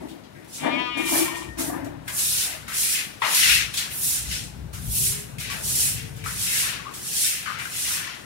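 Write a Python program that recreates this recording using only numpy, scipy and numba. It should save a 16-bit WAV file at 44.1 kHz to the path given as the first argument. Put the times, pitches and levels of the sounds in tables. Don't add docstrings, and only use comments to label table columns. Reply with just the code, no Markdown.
import sys
import numpy as np
from scipy import signal
from scipy.fft import rfft, irfft, next_fast_len
from scipy.io import wavfile
from scipy.ndimage import uniform_filter1d
from numba import njit

SR = 44100
rng = np.random.default_rng(int(sys.argv[2]) if len(sys.argv) > 2 else 0)


def linear_from_db(decibels):
    return 10 ** (np.asarray(decibels, float) / 20)


def transcribe(signal):
    frames = np.atleast_2d(signal).T
    limited = np.clip(frames, -1, 1)
    pcm = np.round(limited * 32767).astype(np.int16)
    wavfile.write(sys.argv[1], SR, pcm)


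N = 363825
LEFT_LAG = 40


def level(x, db):
    return x * linear_from_db(db) / np.sqrt(np.mean(x ** 2))


def curves(table):
    s, *columns = np.transpose(table)
    t = np.arange(N) / SR
    gate = (t > s[0]) * np.clip((s[-1] - t) / 0.03, 0, 1)
    return [np.interp(t, s, c) for c in columns] + [gate]


def colour(x, points):
    size = next_fast_len(N)
    hz, db = np.transpose(points)
    bins = np.arange(size // 2 + 1) * SR / size
    gain = linear_from_db(np.interp(np.log(bins + 1), np.log(hz), db))
    return irfft(rfft(x, size) * gain, size)[..., :N]


@njit
def svf(x, hz, width):
    y, band, low = np.empty(len(x)), 0., 0.
    g, k = np.tan(np.pi * hz / SR), width / hz
    for i in range(len(x)):
        v = (band + g * (x[i] - low)) / (1 + g * (g + k))
        band = 2 * v - band
        low = low + 2 * g * v
        y[i] = k * v
    return y


def modes(x, table):
    total = 0
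    for k, (hz, width, db) in enumerate(table):
        total = total + (-1) ** k * linear_from_db(db) * svf(x, 1. * hz, 1. * width)
    return total


def walk(rate):
    k = int(SR / rate)
    steps = np.repeat(rng.standard_normal(N // k + 1), k)
    return 1.413 * uniform_filter1d(uniform_filter1d(steps, k), k)[:N]


def slips(rate, spread_db):
    size = linear_from_db(spread_db * rng.exponential(size=N)) * rng.standard_normal(N)
    return size * (rng.random(N) < rate / SR)


def swells(full_s, rise_s, hold_s, db, fall_db_s, rise_db=19.0, gain_db=0.):
    late = np.arange(0, N + 64, 64) / SR - np.reshape(full_s, (-1, 1))
    columns = (rise_s, np.maximum(hold_s, .001), db, gain_db)
    rise, hold, db, gain_db = (np.reshape(v, (-1, 1)) for v in columns)
    early = np.minimum(late, 0) / np.maximum(rise, .002)
    shape = rise_db * (early + 2 * np.minimum(early + 1, 0))
    shape = shape + gain_db * np.clip(late / hold, 0, 1)
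    shape = shape - fall_db_s * np.maximum(late - hold, 0)
    total = np.sqrt(np.sum(linear_from_db(db + shape) ** 2, axis=0))
    return np.interp(np.arange(N), np.arange(len(total)) * 64, total)


def alike(shape):
    common, own = rng.standard_normal(shape), rng.standard_normal((2, shape))
    low = signal.butter(2, 500, "low", fs=SR, output="sos")
    high = signal.butter(1, 500, "high", fs=SR, output="sos")
    both = np.array([np.roll(common, LEFT_LAG), common])
    return signal.sosfilt(low, both + 0.096 * own) + signal.sosfilt(high, own)


def street():
    # (time [s], level [dB])
    passing = [(0, -55), (.5, -53), (.7, -50), (1.0, -50.5), (1.5, -42.5), (2.0, -43.5), (3.3, -50.5),
               (3.9, -43), (4.2, -41.5), (4.7, -42.5), (4.9, -35), (5.3, -40), (5.7, -39), (6.3, -36.5),
               (6.7, -46), (7.3, -47.5), (8.25, -48.5)]
    # (time [s], duration [s], throb level [dB])
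    surges = [(0.017, .03, -52), (.89, 0.018, -57), (1.077, 0.064, -55), (1.503, 0.023, -43),
              (1.72, .12, -54), (2.27, 0.026, -54), (2.5, 0.31, -56.5), (3.524, 0.055, -40),
              (4.125, .04, -59), (4.282, 0.015, -34), (4.568, 0.099, -39.5), (4.855, 0.024, -30),
              (5.42, .03, -54), (5.693, 0.018, -43), (5.95, 0.029, -51), (6.267, .03, -52),
              (6.656, 0.13, -57), (7.86, .02, -58)]
    # (frequency [Hz], density [dB per Hz])
    town_spectrum = [(88, -42), (150, 1), (309, -1), (439, -4), (790, -7), (1240, -16), (1900, -19),
                     (3700, -19.5), (12700, -34), (16000, -45)]
    road_db = curves(passing)[0]
    s, lasts, db = np.transpose(surges)
    surge = swells(s, 0.094, lasts, db, fall_db_s=113)
    idle = linear_from_db(road_db - 11.5)

    air = alike(N)
    throb = level(colour(air, [(30, -38), (45, -4), (58, 25.0), (72, 18.0), (95, -33)]), -0.45)
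    throb = throb / np.sqrt(uniform_filter1d(np.mean(throb ** 2, axis=0), SR // 10) + 0.22)
    road_spectrum = [(60, -28.0), (95, -2.5), (130, -2.5), (170, -7.0), (300, -26.0), (800, -51.0)]
    road = level(colour(air, road_spectrum), -1.55)
    road_gain = linear_from_db(road_db + 1.6 * walk(7)) + 0.34 * surge
    town = level(colour(alike(N), town_spectrum), -47.0) * linear_from_db(0.83 * walk(5.5))
    return (surge + idle) * throb + road_gain * road + town


def furniture():
    # (time [s], duration [s], low body level [dB], high body level [dB], upper panel level [dB])
    shoves = [(.0, 0.025, -36, -35.5, -43.5), (.1, .02, -60, -50, -64), (0.348, 0.054, -63, -48.5, -59),
              (0.632, 0.023, -24, -42, -25), (0.72, 0.051, -41, -28.5, -47), (0.967, .01, -32, -29, -36.5),
              (0.996, 0.22, -55, -31, -56), (1.122, 0.027, -33, -28, -28.5), (1.158, 0.081, -41, -30, -39),
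              (1.356, 0.091, -52, -41, -55), (1.589, 0.017, -34.5, -31, -35),
              (1.69, 0.058, -36, -34.5, -33.5), (1.774, 0.11, -44, -37, -41.5),
              (1.886, 0.06, -40, -49, -57), (2.093, 0.011, -61, -65, -43.5)]
    # (frequency [Hz], bandwidth [Hz], level [dB])
    low_body = [(157.5, 5.6, -6.5), (273, 30, -4.5)]
    high_body = [(325.5, 14, -1), (367, 105, -18)]
    upper_panels = [(598, 122, 4.5), (700, 100, 7.5), (945, 190, 0), (1840, 320, -5.5)]
    s, lasts, low_db, high_db, panel_db = np.transpose(shoves)
    rise_s = 0.023
    jolts = slips(rate=600, spread_db=-0.4) + 0.014 * rng.standard_normal(N)
    low = level(modes(modes(jolts, low_body), [(242, 2300, 0)]), 0.72)
    high = level(modes(modes(jolts, high_body), [(326, 180, 0)]), 0.61)
    panels = level(modes(jolts, upper_panels), 1.0)
    low = low * swells(s, rise_s, lasts, low_db, fall_db_s=123)
    high = high * swells(s, rise_s, lasts, high_db, fall_db_s=157)
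    panels = panels * swells(s, rise_s, lasts, panel_db, fall_db_s=106)
    return low + high + panels


def pressure():
    # (full pressure [s], rise [s], hold [s], bristle hiss [dB], gain over the hold [dB])
    strokes = [(0.546, 0.046, .01, -32, -3.5), (1.08, 0.076, 0.095, -29, 4),
               (1.358, 0.074, 0.0086, -39, -1.5), (2.189, 0.11, 0.23, -25, -1.5),
               (2.764, 0.08, .16, -25, -1), (3.348, 0.13, 0.17, -22.5, -1.5),
               (3.786, 0.093, 0.0043, -29, -4), (4.025, 0.11, 0.11, -28, 4.5),
               (4.318, 0.13, 0.039, -33, -1.5), (4.935, 0.14, 0.13, -30.5, 7),
               (5.636, 0.063, 0.21, -29, 6.5), (6.393, 0.14, 0.21, -30.5, 5.5),
               (7.141, 0.22, 0.12, -27.5, 5), (7.741, 0.11, 0.19, -31.5, 4)]
    # (time [s], stay [s], hiss level [dB])
    touches = [(.0, 0.12, -63.5), (.3, 0.2, -70), (.48, .02, -50), (.75, .2, -79), (.975, 0.0077, -40),
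               (1.585, 0.016, -30.5), (2.09, 0.0058, -54), (2.69, .01, -51), (3.9, 0.048, -40),
               (4.73, 0.12, -49), (5.4, 0.013, -37), (5.51, 0.047, -40.5), (6.0, 0.22, -56),
               (6.26, 0.039, -36.5), (6.96, 0.041, -49), (7.4, 0.11, -47), (7.6, 0.028, -41.5),
               (8.1, .15, -53)]
    # (time [s], tip level [dB])
    dryness = [(.45, 8), (.55, -9), (.9, -6), (1.15, 10.5), (1.4, -11), (1.7, 9.5), (2.3, 3.5), (2.6, 4),
               (2.95, 4), (3.3, 7), (3.8, -8), (3.95, 16.5), (4.2, -2), (4.45, -9), (4.9, 13), (5.15, 1),
               (5.5, 4), (8.2, 1)]
    s, rise, hold, db, gain = np.transpose(strokes)
    push = swells(s, rise, hold, db, fall_db_s=161, rise_db=20.5, gain_db=gain)
    drip = swells(s, rise, hold, db + gain - 21, fall_db_s=51)
    s, stay, db = np.transpose(touches)
    touch = swells(s, 0.016, stay, db, fall_db_s=170)
    total = np.sqrt(push ** 2 + drip ** 2 + touch ** 2 + linear_from_db(-72) ** 2)

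    slope = np.clip(np.gradient(20 * np.log10(total)) * SR, -220, 220)
    lag = int(0.026 * SR)
    slope = uniform_filter1d(slope, 2 * lag + 1, origin=lag // 2)
    return total, linear_from_db(-8.5 + curves(dryness)[0] - 0.0033 * slope)


def broom():
    # (frequency [Hz], density [dB per Hz])
    bristle = [(1500, -25), (2500, -18), (4000, -10.5), (5800, 0.5), (7500, 4.5), (9500, 3), (11500, -4),
               (13000, -13.5), (16000, -14.5)]
    water = [(700, -55), (1100, -25), (1640, -7.5), (2030, -4), (2670, -2), (3280, -5), (3860, -5.5),
             (4800, -8), (6500, -10.5), (10000, -34)]
    # (time [s], rasp level [dB])
    bend = [(.4, -6.5), (1.0, -11), (1.5, -4), (2.1, -32), (2.2, -9.5), (2.45, -3.5), (2.7, -13.5),
            (3.0, -6.5), (3.4, -3.5), (3.8, -5.5), (4.1, -15.5), (4.33, 0.5), (4.6, -2), (5.0, -11.5),
            (5.7, -12), (6.5, -7.5), (7.3, -10), (8.2, -8)]
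    # (crest [s], build-up [s], crest lasts [s], sheet [dB], deep slosh [dB])
    waves = [(1.58, 0.055, 0.017, -44, -53), (1.728, .05, 0.053, -52, -53),
             (2.077, 0.02, 0.018, -43, -43.5), (2.193, 0.015, 0.17, -43, -52),
             (2.43, .2, 0.063, -37.5, -46), (2.672, .01, 0.097, -38.5, -48), (2.868, 0.15, 0.11, -32, -47),
             (3.217, .008, 0.13, -31, -54), (3.462, 0.21, 0.047, -19, -38),
             (3.812, 0.15, 0.019, -30, -44.5), (4.123, 0.18, 0.055, -38, -50.5),
             (4.325, 0.068, 0.017, -36, -74), (4.73, .01, .01, -48, -61), (5.068, 0.19, 0.11, -41, -52),
             (5.405, 0.03, 0.011, -32.5, -61), (5.495, 0.01, 0.0092, -34, -44),
             (5.845, 0.26, 0.11, -36.5, -53), (6.247, 0.018, 0.0084, -36.5, -40),
             (6.41, 0.054, 0.29, -39, -51), (6.634, 0.47, 0.033, -29, -38.5), (6.795, .05, .1, -51, -55),
             (7.27, 0.31, 0.084, -32, -55), (7.477, 0.079, .01, -35.5, -38.5),
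             (7.587, 0.017, 0.025, -39, -44), (7.879, 0.42, 0.18, -32.5, -38.5)]
    press, fine = pressure()
    scrape = slips(rate=9000, spread_db=2.5)
    hiss = level(colour(scrape, bristle), 1.48)
    tip_spectrum = [(6500, -43), (9500, -2.0), (12500, -1.5), (14000, -3.5), (16000, -12.0)]
    tips = level(colour(scrape, tip_spectrum), 1.2) * fine
    rasp_spectrum = [(1700, -34), (2500, -6.5), (4000, -0.5), (5500, -4.5), (8000, -22)]
    rasp = level(colour(scrape, rasp_spectrum), 0.091) * linear_from_db(curves(bend)[0])

    s, build, crest, sheet_db, slosh_db = np.transpose(waves)
    flow = swells(s, build, crest, sheet_db, fall_db_s=120, rise_db=18) + linear_from_db(-93)
    deep = swells(s, np.minimum(build, 0.072), crest, slosh_db, fall_db_s=64, rise_db=18) + linear_from_db(-59.5)
    sheet = level(colour(slips(rate=4000, spread_db=3.0), water), 0.72)
    sheet = sheet * flow * linear_from_db(2.1 * walk(22))
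    pockets = slips(rate=2500, spread_db=0.5)
    slosh = level(svf(svf(pockets, 1410.0, 1260.0), 1410.0, 1260.0), -0.93)
    slosh = slosh * deep * linear_from_db(1.14 * walk(22))
    return press * linear_from_db(0.67 * walk(25)) * (hiss + tips + rasp) + sheet + slosh


def slaps():
    # (time [s], peak [dB], ring [Hz], t60 [s], splash against ring [dB])
    head_slaps = [(.084, -35, 3440, 0.29, -3), (.236, -36, 3940, 0.1, -10), (.444, -46, 3000, .1, 7),
                  (1.586, -22.5, 1490, 0.25, -6), (1.844, -42.5, 2500, 0.19, 10.5),
                  (2.188, -17, 4400, .15, -1), (2.078, -20.5, 1910, 0.15, 2.5),
                  (2.679, -20.5, 1560, 0.32, -5), (3.2178, -9, 1060, 0.43, -28),
                  (3.219, -9, 2100, 0.17, -30), (3.771, -11.5, 4000, 0.21, -0.5), (4.312, -32, 3300, .3, 5),
                  (5.52, -29.5, 700, 0.83, -30), (5.383, -29, 2600, 0.25, 3.5), (5.4, -27.5, 2344, 0.11, 8),
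                  (6.163, -51.5, 2200, 0.25, 18.5), (6.238, -28, 2000, 0.24, 3),
                  (3.2186, -21.5, 514, 0.36, -30), (7.586, -17.5, 2260, .17, -10),
                  (7.596, -17.5, 2130, 0.086, -15), (7.469, -23.5, 2150, 0.1, -20)]
    # (time [s], peak [dB], ring [Hz], t60 [s], splash against ring [dB])
    foot_pats = [(0.349, -37.5, 1880, 0.64, -14), (2.45, -28.5, 700, 0.55, -30),
                 (4.73, -34, 1300, 0.44, 7.5), (1.275, -28, 980, 1, -30), (3.737, -17.5, 3300, 0.18, 2.5),
                 (5.498, -25, 1530, 0.4, 2), (6.739, -49, 397, 0.92, -30), (6.869, -37, 326, 1, -30),
                 (6.259, -18, 1420, 0.13, -8), (6.517, -19.5, 1820, 0.23, -2),
                 (6.85, -25.5, 1070, 0.35, -21), (6.936, -36.5, 1110, 0.58, 11.5),
                 (7.457, -17, 1390, 0.47, -29), (7.65, -23, 1450, 0.15, -5)]
    # ring width over pitch, rise [s]; a slap rings broadly, a pat narrowly
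    events = [r + (0.79, 0.0013) for r in head_slaps] + [r + (0.42, 0.0035) for r in foot_pats]
    out, t = np.zeros(N + SR), np.arange(SR // 2) / SR
    blow = np.exp(-t / 0.0011)
    for s, db, hz, t60, spray_db, wide, rise in events:
        noise = rng.standard_normal((2, len(t)))
        fade = np.exp(-np.log(1000) * t / np.clip(t60, .01, 1))
        width = hz * np.clip(wide, .1, 2)
        ring = svf(svf(noise[0] * (fade + 2.0 * blow), 1. * hz, width), 1. * hz, width)
        ring = ring * np.sqrt(SR / width) * linear_from_db(-10.5)
        crack = svf(noise[0] * blow, 2.5 * hz, 0.49 * hz) * linear_from_db(-4.0)
        spray = svf(noise[1] * (fade ** 2.16 + 0.49 * blow), 6700.0, 13000.0) * linear_from_db(spray_db + 1.0)
        start = int(s * SR)
        out[start:start + len(t)] += linear_from_db(db - 2.5) * (ring + crack + spray) * np.clip(t / rise, 0, 1)
    return out[:N]


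def squeal():
    # (time [s], slip rate [Hz], level [dB])
    squeals = [(.58, 223.5, -54), (.61, 226.2, -46), (.635, 232.6, -40), (.665, 235.7, -41.5),
               (.728, 241.2, -37), (.814, 248.3, -35.5), (.872, 246.1, -35), (.936, 245.1, -36),
               (.984, 241.3, -31.5), (1.05, 240.3, -36.5), (1.096, 235.6, -36.5), (1.19, 231.6, -37.5),
               (1.36, 230.8, -42.5), (1.52, 231, -58)]
    # (time [s], share of slips that scatter [0-1])
    uneven = [
        (.56, .4),
        (.7, .25),
        (.77, .14),
        (.86, .09),
        (.94, .1),
        (1.0, .3),
        (1.1, .52),
        (1.52, .6),
    ]
    # (frequency [Hz], gain [dB])
    leg_response = [(200, -23), (750, -14.5), (980, -4), (1220, -7), (1470, -12), (1720, -10.5),
                    (1960, -8.5), (2200, -7), (2440, 3.5), (2590, -15), (2730, -2), (3100, -7),
                    (3900, -12.5), (4400, -21.5), (5500, -26), (8000, -45)]
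    hz, db, on = curves(squeals)
    share = curves(uneven)[0]
    turns = np.cumsum(hz * (1 + .011 * share * walk(60))) / SR
    clean = 0
    for k in range(1, 36):
        clean = clean + np.cos(2 * np.pi * (k * turns + rng.random())) * linear_from_db(2.6 * walk(32.))
    rough = 22 * rng.standard_normal(N) * np.exp(-(turns % 1) / .3)
    leg = colour((1 - share) * clean + share * rough, leg_response)
    even = leg / np.sqrt(uniform_filter1d(leg ** 2, SR // 8))
    even = even + level(svf(rng.standard_normal(N), 4300.0, 3500.), -27)
    return even * linear_from_db(db + 5.0 + 1.0 * walk(25.1)) * on


def taps():
    # (time [s], peak [dB], ring [Hz], t60 [s])
    knocks = [(1.278, -28, 1043, 0.1), (3.2192, -18, 1900, .02), (3.2194, -19, 980, .03),
              (3.247, -22, 1237, .06), (3.27, -25, 1910, .15), (5.498, -33, 1124, .2),
              (6.2607, -15.5, 1300, 0.018), (6.267, -30, 1390, .04), (6.296, -31, 1410, 0.037),
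              (6.795, -32, 1120, 0.07), (6.853, -32, 1050, .05), (6.866, -28, 1130, .07),
              (6.878, -34, 1200, .08), (6.91, -39, 1100, .15), (7.458, -28, 1350, .04),
              (7.468, -27, 2200, .02), (7.476, -23, 1210, .04), (7.499, -22, 1220, .045),
              (7.518, -27, 1200, 0.05), (7.587, -28, 2100, .025), (7.5955, -20, 2000, .015),
              (7.5965, -23, 2800, .015), (7.653, -25, 1470, .045), (7.67, -36, 1420, .06),
              (7.72, -42, 1500, .08)]
    # (time [s], peak [dB], ring [Hz], t60 [s])
    bumps = [(.63, -27, 805, .08), (.642, -20.5, 267.6, 0.27), (.646, -23, 1210, 0.042),
             (.652, -21, 624, 0.12), (.658, -25, 974, .08), (.692, -24, 1760, .08),
             (.696, -27, 1200, 0.062), (.72, -25, 270, .2), (.735, -20.5, 593, .12), (.755, -25, 2210, .1),
             (.972, -28, 330, .3), (1.0, -29, 340, 0.16), (1.04, -28, 2390, .08), (1.061, -29, 325, .2),
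             (1.118, -30, 700, .1), (1.145, -23, 324, .3), (1.156, -24, 1770, 0.057),
             (1.19, -25, 320.6, 0.55), (1.226, -27, 323, .3), (1.255, -23, 319, .25),
             (1.32, -36, 980, 0.11), (1.365, -34.5, 980, 0.18), (1.42, -37, 1000, .12),
             (1.588, -19, 275, .15), (1.613, -23, 326, 0.15), (1.677, -25, 324, 0.17),
             (1.695, -31, 725, 0.13), (1.7, -32, 1150, .08), (1.715, -29, 293, 0.12),
             (1.735, -33, 1206, .08), (1.74, -32, 718, .12), (1.76, -24, 321, 0.13), (1.77, -34, 740, .1),
             (1.816, -23, 277, 0.16), (1.835, -26, 326, 0.17), (1.87, -41, 300, 0.13),
             (1.94, -32, 290, .15)]
    out, t = np.zeros(N + SR), np.arange(SR // 4) / SR
    for s, db, hz, t60 in knocks + bumps:
        rise = 1 - np.exp(-t * hz / 1.2)
        fade = np.exp(-np.log(1000) * t / np.clip(t60, .01, .5))
        ring = np.sin(2 * np.pi * hz * (t + 0.2 * t ** 2))
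        start = int(s * SR)
        out[start:start + len(t)] += linear_from_db(db - 0.5) * rise * fade * ring
    return out[:N]


def loose_part():
    # (time [s], frequency [Hz], level [dB])
    rings = [(.94, 1810, -60), (1.0, 1860, -52), (1.09, 1845, -50), (1.2, 1840, -55), (1.26, 1840, -39),
             (1.3, 1830, -49), (1.34, 1840, -42), (1.43, 1854, -44), (1.48, 1850, -51), (1.52, 1848, -44),
             (1.59, 1840, -66)]
    hz, db, on = curves(rings)
    shake_db = 3.5 * walk(70.)
    turns = np.cumsum(hz * (1 + 0.0033 * walk(49.7))) / SR
    return np.sin(2 * np.pi * turns) * linear_from_db(db + 3.0 + shake_db) * on


def gears():
    # (time [s], frequency [Hz], level [dB])
    whine = [
        (4.8, 385, -66),
        (4.97, 390, -61.5),
        (5.17, 420, -53),
        (5.35, 425, -65.5),
        (5.7, 420, -57.5),
        (6.1, 450, -60),
        (6.25, 455, -52),
        (6.4, 460, -64),
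        (6.7, 468, -57),
        (6.95, 470, -68),
    ]
    hz, db, on = curves(whine)
    turns = np.cumsum(hz * (1 + 0.01 * walk(20))) / SR
    note = np.sin(2 * np.pi * turns) * linear_from_db(db + 7.5 + 3.3 * walk(13)) * on
    return np.array([np.roll(note, LEFT_LAG), note])


def patio(x, dwell_s, direct_db, count=8):
    t, size, total = np.arange(SR // 3) / SR, next_fast_len(N + SR), 0
    place = np.arange(N) / SR / dwell_s
    for k in range(count):
        distance = (place - k + count / 2) % count - count / 2
        here = np.cos(np.pi / 2 * np.clip(distance, -1, 1))
        fade = np.exp(-np.log(1000) * t / 0.26)
        echoes = alike(len(t)) * fade * np.clip(t / 0.00059, 0, 1)
        echoes /= np.sqrt(np.sum(echoes ** 2, axis=1, keepdims=True))
        echoes[[0, 1], [LEFT_LAG, 0]] += linear_from_db(direct_db)
        total = total + rfft(x * here, size) * rfft(echoes, size)
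    return irfft(total, size)[:, :N]


def scene():
    spread = patio(broom(), dwell_s=.012, direct_db=-18)
    blows = patio(furniture() + slaps(), dwell_s=.03, direct_db=-6.5, count=6) * linear_from_db(-2.15)
    tones = patio(squeal(), dwell_s=.07, direct_db=7.0, count=3) * linear_from_db(-8.0)
    rings = patio(taps() + loose_part(), dwell_s=.05, direct_db=7.5, count=3) * linear_from_db(-9)
    return spread + blows + tones + rings + street() + gears()


def low_pass(x):
    return signal.sosfilt(signal.butter(12, 16880, fs=SR, output="sos"), x)


def record(dry):
    # (frequency [Hz], left minus right [dB])
    balance = [(60, 6.5), (110, 9), (200, 8), (380, 8), (700, 9.5), (1290, 10.5), (2380, 12), (4400, 3.5),
               (8120, -2), (15000, 0)]
    hz, db = np.transpose(balance)
    left = colour(dry[0], list(zip(hz, db / 2 - 1.5)))
    right = colour(dry[1], list(zip(hz, -db / 2 - 1.5)))
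    ports = colour(np.array([left, right]), [(15790, 0), (15850, -120)])
    return low_pass(ports)


dry = scene()
out = record(dry)
transcribe(out)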